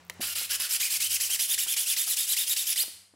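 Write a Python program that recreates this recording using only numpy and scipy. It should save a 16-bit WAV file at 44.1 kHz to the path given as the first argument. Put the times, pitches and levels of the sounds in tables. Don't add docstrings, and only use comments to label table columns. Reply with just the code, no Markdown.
import sys
import numpy as np
from scipy import signal
from scipy.fft import rfft, irfft
from scipy.io import wavfile
from scipy.ndimage import uniform_filter1d

SR = 44100
rng = np.random.default_rng(int(sys.argv[2]) if len(sys.argv) > 2 else 0)


def magnitude_from_level(level_db):
    exponent = np.asarray(level_db, float) / 20
    return 10 ** exponent


def waveform_to_disk(signal):
    frames = np.transpose(np.atleast_2d(signal))
    scaled = np.clip(frames, -1, 1) * 32767
    samples = np.round(scaled).astype(np.int16)
    wavfile.write(sys.argv[1], SR, samples)


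N = 138915


def evened(x):
    return x / np.sqrt(np.mean(x ** 2) + 1e-20)


def drift(noise, size):
    return evened(uniform_filter1d(uniform_filter1d(noise, size=size), size=size))


def read(points, hz):
    f, value = np.transpose(points)
    return np.interp(np.log(hz + 1), np.log(f + 1), value)


def curve(points, column=1):
    return np.interp(np.arange(N) / SR, [p[0] for p in points], [p[column] for p in points])


def colour(x, points):
    return irfft(rfft(x) * magnitude_from_level(read(points, np.fft.rfftfreq(N, 1 / SR))), N)


def highpass(x, order, hz):
    return signal.sosfilt(signal.butter(order, hz, "high", fs=SR, output="sos"), x)


def add(mix, s, sound):
    part = mix[round(s * SR):][:len(sound)]
    part += sound[:len(part)]


def resonate(x, hz, width):
    turn = np.exp(2j * np.pi * np.cumsum(hz * np.ones(len(x))) / SR)
    r = np.exp(-np.pi * abs(width) / SR)
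    return 2 * (turn * signal.lfilter([1 - r], [1, -r], x / turn)).real


def hum_band(x, hz, width):
    return evened(resonate(resonate(x, hz, width), hz, width))


def background():
    # f/Hz, level/dB
    air_colour = [(40, -35), (80, 4), (180, -9.5), (400, -5), (1000, -4.5), (3000, -10.5), (8000, -18),
                  (16000, -33)]
    # t/s, level/dB
    air_level = [(0, -57.5), (.09, -63), (.18, -56.5), (.5, -65), (2.9, -63.5), (3.15, -76)]
    # t/s, f/Hz, first line level/dB, second line level/dB
    motor = [(0, 87.3, -73, -64.5), (.17, 88, -61, -67), (.5, 89.14, -64.5, -76.5), (.86, 88.86, -84, -76),
             (1.12, 90.2, -62, -73.5), (1.33, 89.98, -78, -80.5), (1.55, 91.14, -69.5, -79),
             (2.3, 93.03, -81.5, -84.5), (2.9, 95, -77.5, -80), (3.15, 97.6, -71, -75)]
    a, b, c = rng.standard_normal((3, N))
    air = np.array([colour(a, air_colour), colour(b, air_colour)])
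    air = magnitude_from_level(curve(air_level)) * air / np.std(air[0])
    hz = curve(motor)
    for k in (1, 2):
        tone = np.sqrt(2) * np.sin(2 * np.pi * k * np.cumsum(hz) / SR)
        line = tone + 0.5 * evened(resonate(c, k * hz, 2.6))
        air[0] += magnitude_from_level(curve(motor, column=k + 1)) * line
    return air


def paper_snaps():
    # t/s, level/dB, lowest f/Hz, time to fall 60 dB/s
    snaps = [(.05, -66, 11700, .012), (.066, -70, 8500, .01), (.08, -67, 11500, .012),
             (0.098, -33, 1370, 0.012), (0.1014, -45, 2320, 0.02), (.137, -64, 11000, .015),
             (2.838, -47, 700, 0.012), (2.833, -47, 2500, 0.034)]
    out, t = np.zeros(N), np.arange(4000) / SR
    for s, db, hz, t60 in snaps:
        burst = highpass(rng.standard_normal(len(t)), 4, hz)
        ring = 8.7 * resonate(burst, 1.44 * hz, 0.51 * hz)
        add(out, s, magnitude_from_level(db - 60 * t / t60) * (burst + ring) * np.minimum(t / 0.00023, 1))
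    return out


def finger_knocks():
    # t/s, level/dB, f/Hz, time to fall 60 dB/s
    knocks = [(0.194, -35, 219, 0.06), (.203, -33, 290, 0.029), (.225, -40, 760, 0.11),
              (1.29, -46, 740, 0.066), (1.49, -46, 741.2, .05), (0.097, -40, 507, 0.064),
              (.599, -39, 706, 0.018), (.797, -62, 580, 0.018), (1.196, -48, 503, 0.037),
              (1.393, -50, 490, 0.037), (1.578, -48, 397.3, 0.024), (1.66, -43, 797.6, 0.08),
              (1.763, -37.5, 800, 0.037), (2.07, -42, 743, 0.073), (2.365, -53, 346, 0.046),
              (2.834, -42, 528.7, 0.047), (2.879, -44.5, 312.4, 0.045), (3.136, -46, 295, 0.027),
              (0.411, -45, 516, 0.06)]
    out, t = np.zeros(N), np.arange(4000) / SR
    for s, db, hz, t60 in knocks:
        swing = np.sin(2 * np.pi * hz * t) * min(250 / hz, 1)
        puff = hz / 600 * hum_band(rng.standard_normal(len(t)), 1.58 * hz, 2.0 * hz)
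        rise_s = 0.0073 if hz > 730 else 0.0024
        add(out, s, magnitude_from_level(db - 60 * t / t60) * (swing + puff) * np.minimum(t / rise_s, 1))
    return out


def hand():
    # start t/s, length/s, pressure level/dB, ridge f/Hz at full speed
    strokes = [(.21, 0.13, -31, 1420), (.354, 0.108, -30.5, 1420), (.499, 0.066, -26.5, 1695),
               (.598, 0.081, -29, 1613), (.696, 0.076, -25, 2450), (.8, 0.087, -27, 2508),
               (.9, 0.076, -25.5, 2695), (1.002, 0.082, -27.5, 3050), (1.099, 0.073, -26, 3157),
               (1.201, 0.084, -28, 3055), (1.297, 0.067, -26.5, 3153), (1.392, 0.078, -27.5, 3500),
               (1.484, 0.068, -26.5, 3685), (1.579, 0.075, -28, 3710), (1.673, 0.074, -28, 3530),
               (1.765, 0.084, -28, 3500), (1.863, 0.079, -26, 3592), (1.965, 0.089, -28, 3584),
               (2.066, 0.08, -26.5, 4050), (2.166, 0.094, -28, 3706), (2.272, 0.076, -26.5, 4150),
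               (2.366, 0.084, -28, 3860), (2.47, 0.071, -26.5, 3828), (2.563, 0.083, -28.5, 3800),
               (2.661, 0.077, -26.5, 3600), (2.759, 0.075, -27.5, 4924)]
    # fastest t/s, speed at start/share, speed at end/share
    arches = [(.3, 0.96, .95), (.4, 0.85, 0.88), (.53, 0.73, 0.75), (.632, 0.49, .5), (.74, .6, .45),
              (.84, 0.61, .7), (.935, 0.59, .5), (1.062, .64, .88), (1.142, 0.71, 0.53), (1.236, .5, .75),
              (1.335, 0.74, 0.44), (1.425, 0.46, 0.77), (1.522, .75, 0.44), (1.617, 0.41, .8),
              (1.713, 0.71, 0.5), (1.802, 0.48, .75), (1.91, 0.63, 0.46), (2.005, .45, .55),
              (2.113, 0.66, 0.54), (2.2, .48, 0.74), (2.315, 0.51, 0.41), (2.403, .42, 0.59),
              (2.515, 0.63, 0.42), (2.6, .36, .45), (2.705, .65, .48), (2.83, 0.35, .98)]
    # level/dB, clearest t/s, half length/s
    catches = [(-12, 0.309, .02), (-14, 0.37, .05), (-13, 0.486, 0.023), (-12, 0.651, 0.022),
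               (-27, 0.73, .03), (-12.5, .845, 0.023), (-21, .935, 0.017), (-8, 1.044, 0.021),
               (-10.5, 1.148, .018), (-10, 1.22, 0.016), (-10.5, 1.338, 0.035), (-9.5, 1.412, 0.027),
               (-9.5, 1.532, 0.028), (-9.5, 1.595, 0.027), (-6, 1.712, 0.01714), (-9.5, 1.788, 0.018),
               (-11, 1.912, 0.06), (-11.5, 1.99, .035), (-6.5, 2.112, 0.0087), (-11, 2.197, 0.021),
               (-7.5, 2.318, 0.018), (-8, 2.4, 0.023), (-11.5, 2.505, 0.0239), (-9, 2.604, 0.03),
               (-14, 2.708, .025), (-3.5, 2.804, 0.018)]
    # rise/s, fall/s, lean from start to end/dB
    pull, push = (.022, .012, 1.3), (.007, .032, -3.5)
    opening, closing = (.012, .01, -2.5), (0.00501, 0.013, -0.74)
    pointed, loose = 1.2, 0.38
    slowest = 0.377
    gain, speed, hz, catch = np.zeros((4, N))
    for k, (s, length, db, top_hz) in enumerate(strokes):
        shape = push if k % 2 else pull
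        if k < 2:
            shape = opening
        if k == len(strokes) - 1:
            shape = closing
        rise, fall, lean_db = shape
        top, first, final = arches[k]
        catch_db, clear, half = catches[k]
        t = np.arange(0, length + (rise + fall) / 2, 1 / SR)
        now = t + s - rise / 2
        edge = np.clip(t / rise, 0, 1) * np.clip((t[-1] - t) / fall, 0, 1)
        press = edge * magnitude_from_level(db + lean_db * (t / t[-1] - .5) * 2)
        ends = np.where(now < top, first, final)
        angle = np.interp(now, [now[0], min(top, now[-2]), now[-1]], [0, np.pi / 2, np.pi])
        v = ends + (1 - ends) * abs(np.sin(angle)) ** pointed
        sing = magnitude_from_level(catch_db) * (loose + (1 - loose) * np.exp(-.5 * ((now - clear) / half) ** 2))
        for mix, part in zip((gain, speed, hz, catch), (press, v, v * top_hz, sing)):
            span = mix[round(now[0] * SR):][:len(t)]
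            span[:] = np.maximum(span, part)
    return gain, np.clip(speed, slowest, 1), np.clip(hz, 300, 5200), catch


def patchy(x):
    z = signal.stft(x, nperseg=256)[2]
    patch = uniform_filter1d(rng.standard_normal(z.shape), size=7, axis=0)
    patch = evened(uniform_filter1d(patch, size=3, axis=1))
    return signal.istft(z * magnitude_from_level(2.5 * patch), nperseg=256)[1][:N]


def grit_crackle(grains, speed, pace):
    # f/Hz, level/dB
    click_colour = [(150, -73), (500, -29.5), (1300, -29), (2300, -6), (6170, -5.5), (10900, -1.5),
                    (13000, -7.5), (16000, -6)]
    # f/Hz, width/Hz, level/dB
    plate = [(2970, 410, -0.5), (5200, 980, 0.5), (7620, 910, -5), (11260, 2300, -0.5), (13660, 1500, 3)]
    grit = colour(grains, click_colour)
    ringing = sum(magnitude_from_level(db) * resonate(grit, f, width) for f, width, db in plate)
    grit = evened(patchy(grit + ringing))
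    treble = highpass(grit, 2, 6000) * (speed * pace ** 0.31 - 1)
    thinned = np.clip(0.35 * pace, 0, .9) * resonate(grit, 2280, 1270)
    return grit + treble - thinned


def ridge_song(grains, bed, hz):
    # multiple/times, width/Hz, level/dB
    overtones = [(.5, 240, -20), (1, 370, -4), (2, 1300, -7.5), (3, 2350, -4)]
    # f/Hz, level/dB
    radiate = [(600, -3), (1200, -10.5), (1700, -1.5), (2400, -1.5), (4000, 0), (9000, 3)]
    fuzzy = sum(magnitude_from_level(db) * hum_band(grains, k * hz, width) for k, width, db in overtones)
    phase = 2 * np.pi * np.cumsum(hz) / SR
    slow = magnitude_from_level(1.5) * np.exp(-(uniform_filter1d(hz, size=3000) / 1870) ** 4)
    even = np.sin(phase) + slow * (np.sin(2 * phase) + np.sin(3 * phase))
    return colour((fuzzy + 0.85 * even) * magnitude_from_level(2 * drift(bed, 250)), radiate)


def sanding():
    grains_per_s, grain_spread_db, chatter_db = 16000, 0.96, -0.27
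    gain, speed, hz, catch = hand()
    hz = hz * (1 + 0.022 * drift(rng.standard_normal(N), 70))
    pace = uniform_filter1d(hz, size=6000) / 3000
    hit, size = rng.random(N), rng.exponential(1, N)
    sign, bed, wobble = rng.standard_normal((3, N))
    clicks = (hit < grains_per_s / SR) * sign * magnitude_from_level(grain_spread_db * np.minimum(size, 2))
    grains = evened(clicks) + 0.95 * bed
    grit = grit_crackle(grains, speed, pace)
    tones = ridge_song(grains, bed, hz)
    scuff = magnitude_from_level(-26.5) * pace ** -0.99 * hum_band(wobble, 1836, 1340)
    chatter = magnitude_from_level(chatter_db * drift(wobble, 150))
    return gain * chatter * (grit + scuff + catch * tones)


def room(x):
    # f/Hz, time/s
    decay = [(200, 0.66), (1300, 0.79), (3500, 0.56), (9000, 0.56), (15000, .33)]
    taps = np.zeros((6, 30000))
    at = np.arange(200, 29990, 10) + rng.integers(0, 10, (6, 2979))
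    np.put_along_axis(taps, at, rng.choice([-1., 1.], at.shape), 1)
    hz, t, z = signal.stft(taps, SR, nperseg=256)
    tail = signal.istft(z * magnitude_from_level(-60 * t / read(decay, hz)[:, None]), SR, nperseg=256)[1]
    tail = tail / np.linalg.norm(tail[0])
    cycles = 7.3 * np.arange(N) / SR + np.arange(3)[:, None] / 3
    turns = np.sqrt(2 / 3) * np.cos(2 * np.pi * cycles)
    wet = signal.fftconvolve(np.tile(x * turns, (2, 1)), tail, axes=1)[:, :N]
    return magnitude_from_level(-9) * wet.reshape(2, 3, N).sum(1)


def narrowed(x):
    halves = np.array([x[0] + x[1], x[0] - x[1]]) / 2
    mid, side = signal.stft(halves, nperseg=1024)[2][:, :512]
    m, s = ((abs(z) ** 2).reshape(32, 16, -1).sum(1) for z in (mid, side))
    strong = uniform_filter1d(s, size=2, axis=1) > magnitude_from_level(2 * -16.5) * uniform_filter1d(m, size=2, axis=1)
    keep = np.repeat(strong, 16, 0)
    lost = signal.istft(np.vstack([side * ~keep, 0 * side[:1]]), nperseg=1024)[1][:N]
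    return x - np.array([lost, -lost])


def scene():
    # f/Hz, level/dB
    room_width = [(60, -14.5), (500, -10.5), (2500, -13.5), (4000, -13), (6500, -15), (9000, -2),
                  (10500, -17.5), (15000, -28)]
    # f/Hz, level/dB
    near_width = [(300, -19), (2000, -25.5), (3300, -22), (5200, -22), (7500, -16.5), (9000, -12),
                  (10500, -12.5), (15000, -19.5)]
    # f/Hz, level/dB
    lean = [(250, 0.54), (1100, 0.79), (2500, -0.17), (4970, 0.15), (8500, 2), (15000, -0.4)]
    behind = background()
    small = paper_snaps() + finger_knocks()
    rub = sanding()
    near = rub + small
    far = room(rub + magnitude_from_level(-5) * small) + behind
    sway = magnitude_from_level(4 * drift(rng.standard_normal(N), 1500))
    bounce = np.roll(near, 2) * sway
    mid = near + far[0]
    side = colour(far[1], room_width) + colour(bounce, near_width)
    left_lean = [(f, db / 2) for f, db in lean]
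    right_lean = [(f, -db / 2) for f, db in lean]
    return np.array([colour(mid + side, left_lean), colour(mid - side, right_lean)])


def low_pass(x):
    return signal.sosfilt(signal.butter(12, 16900, fs=SR, output="sos"), x)


def record(dry):
    cut = highpass(dry, 2, 64)
    lowpass = signal.firwin(511, 15850, window=("kaiser", 9), fs=SR)
    cut = signal.oaconvolve(cut, lowpass[None], "same")
    mix = narrowed(cut)
    return low_pass(mix)


dry = scene()
out = record(dry)
waveform_to_disk(out)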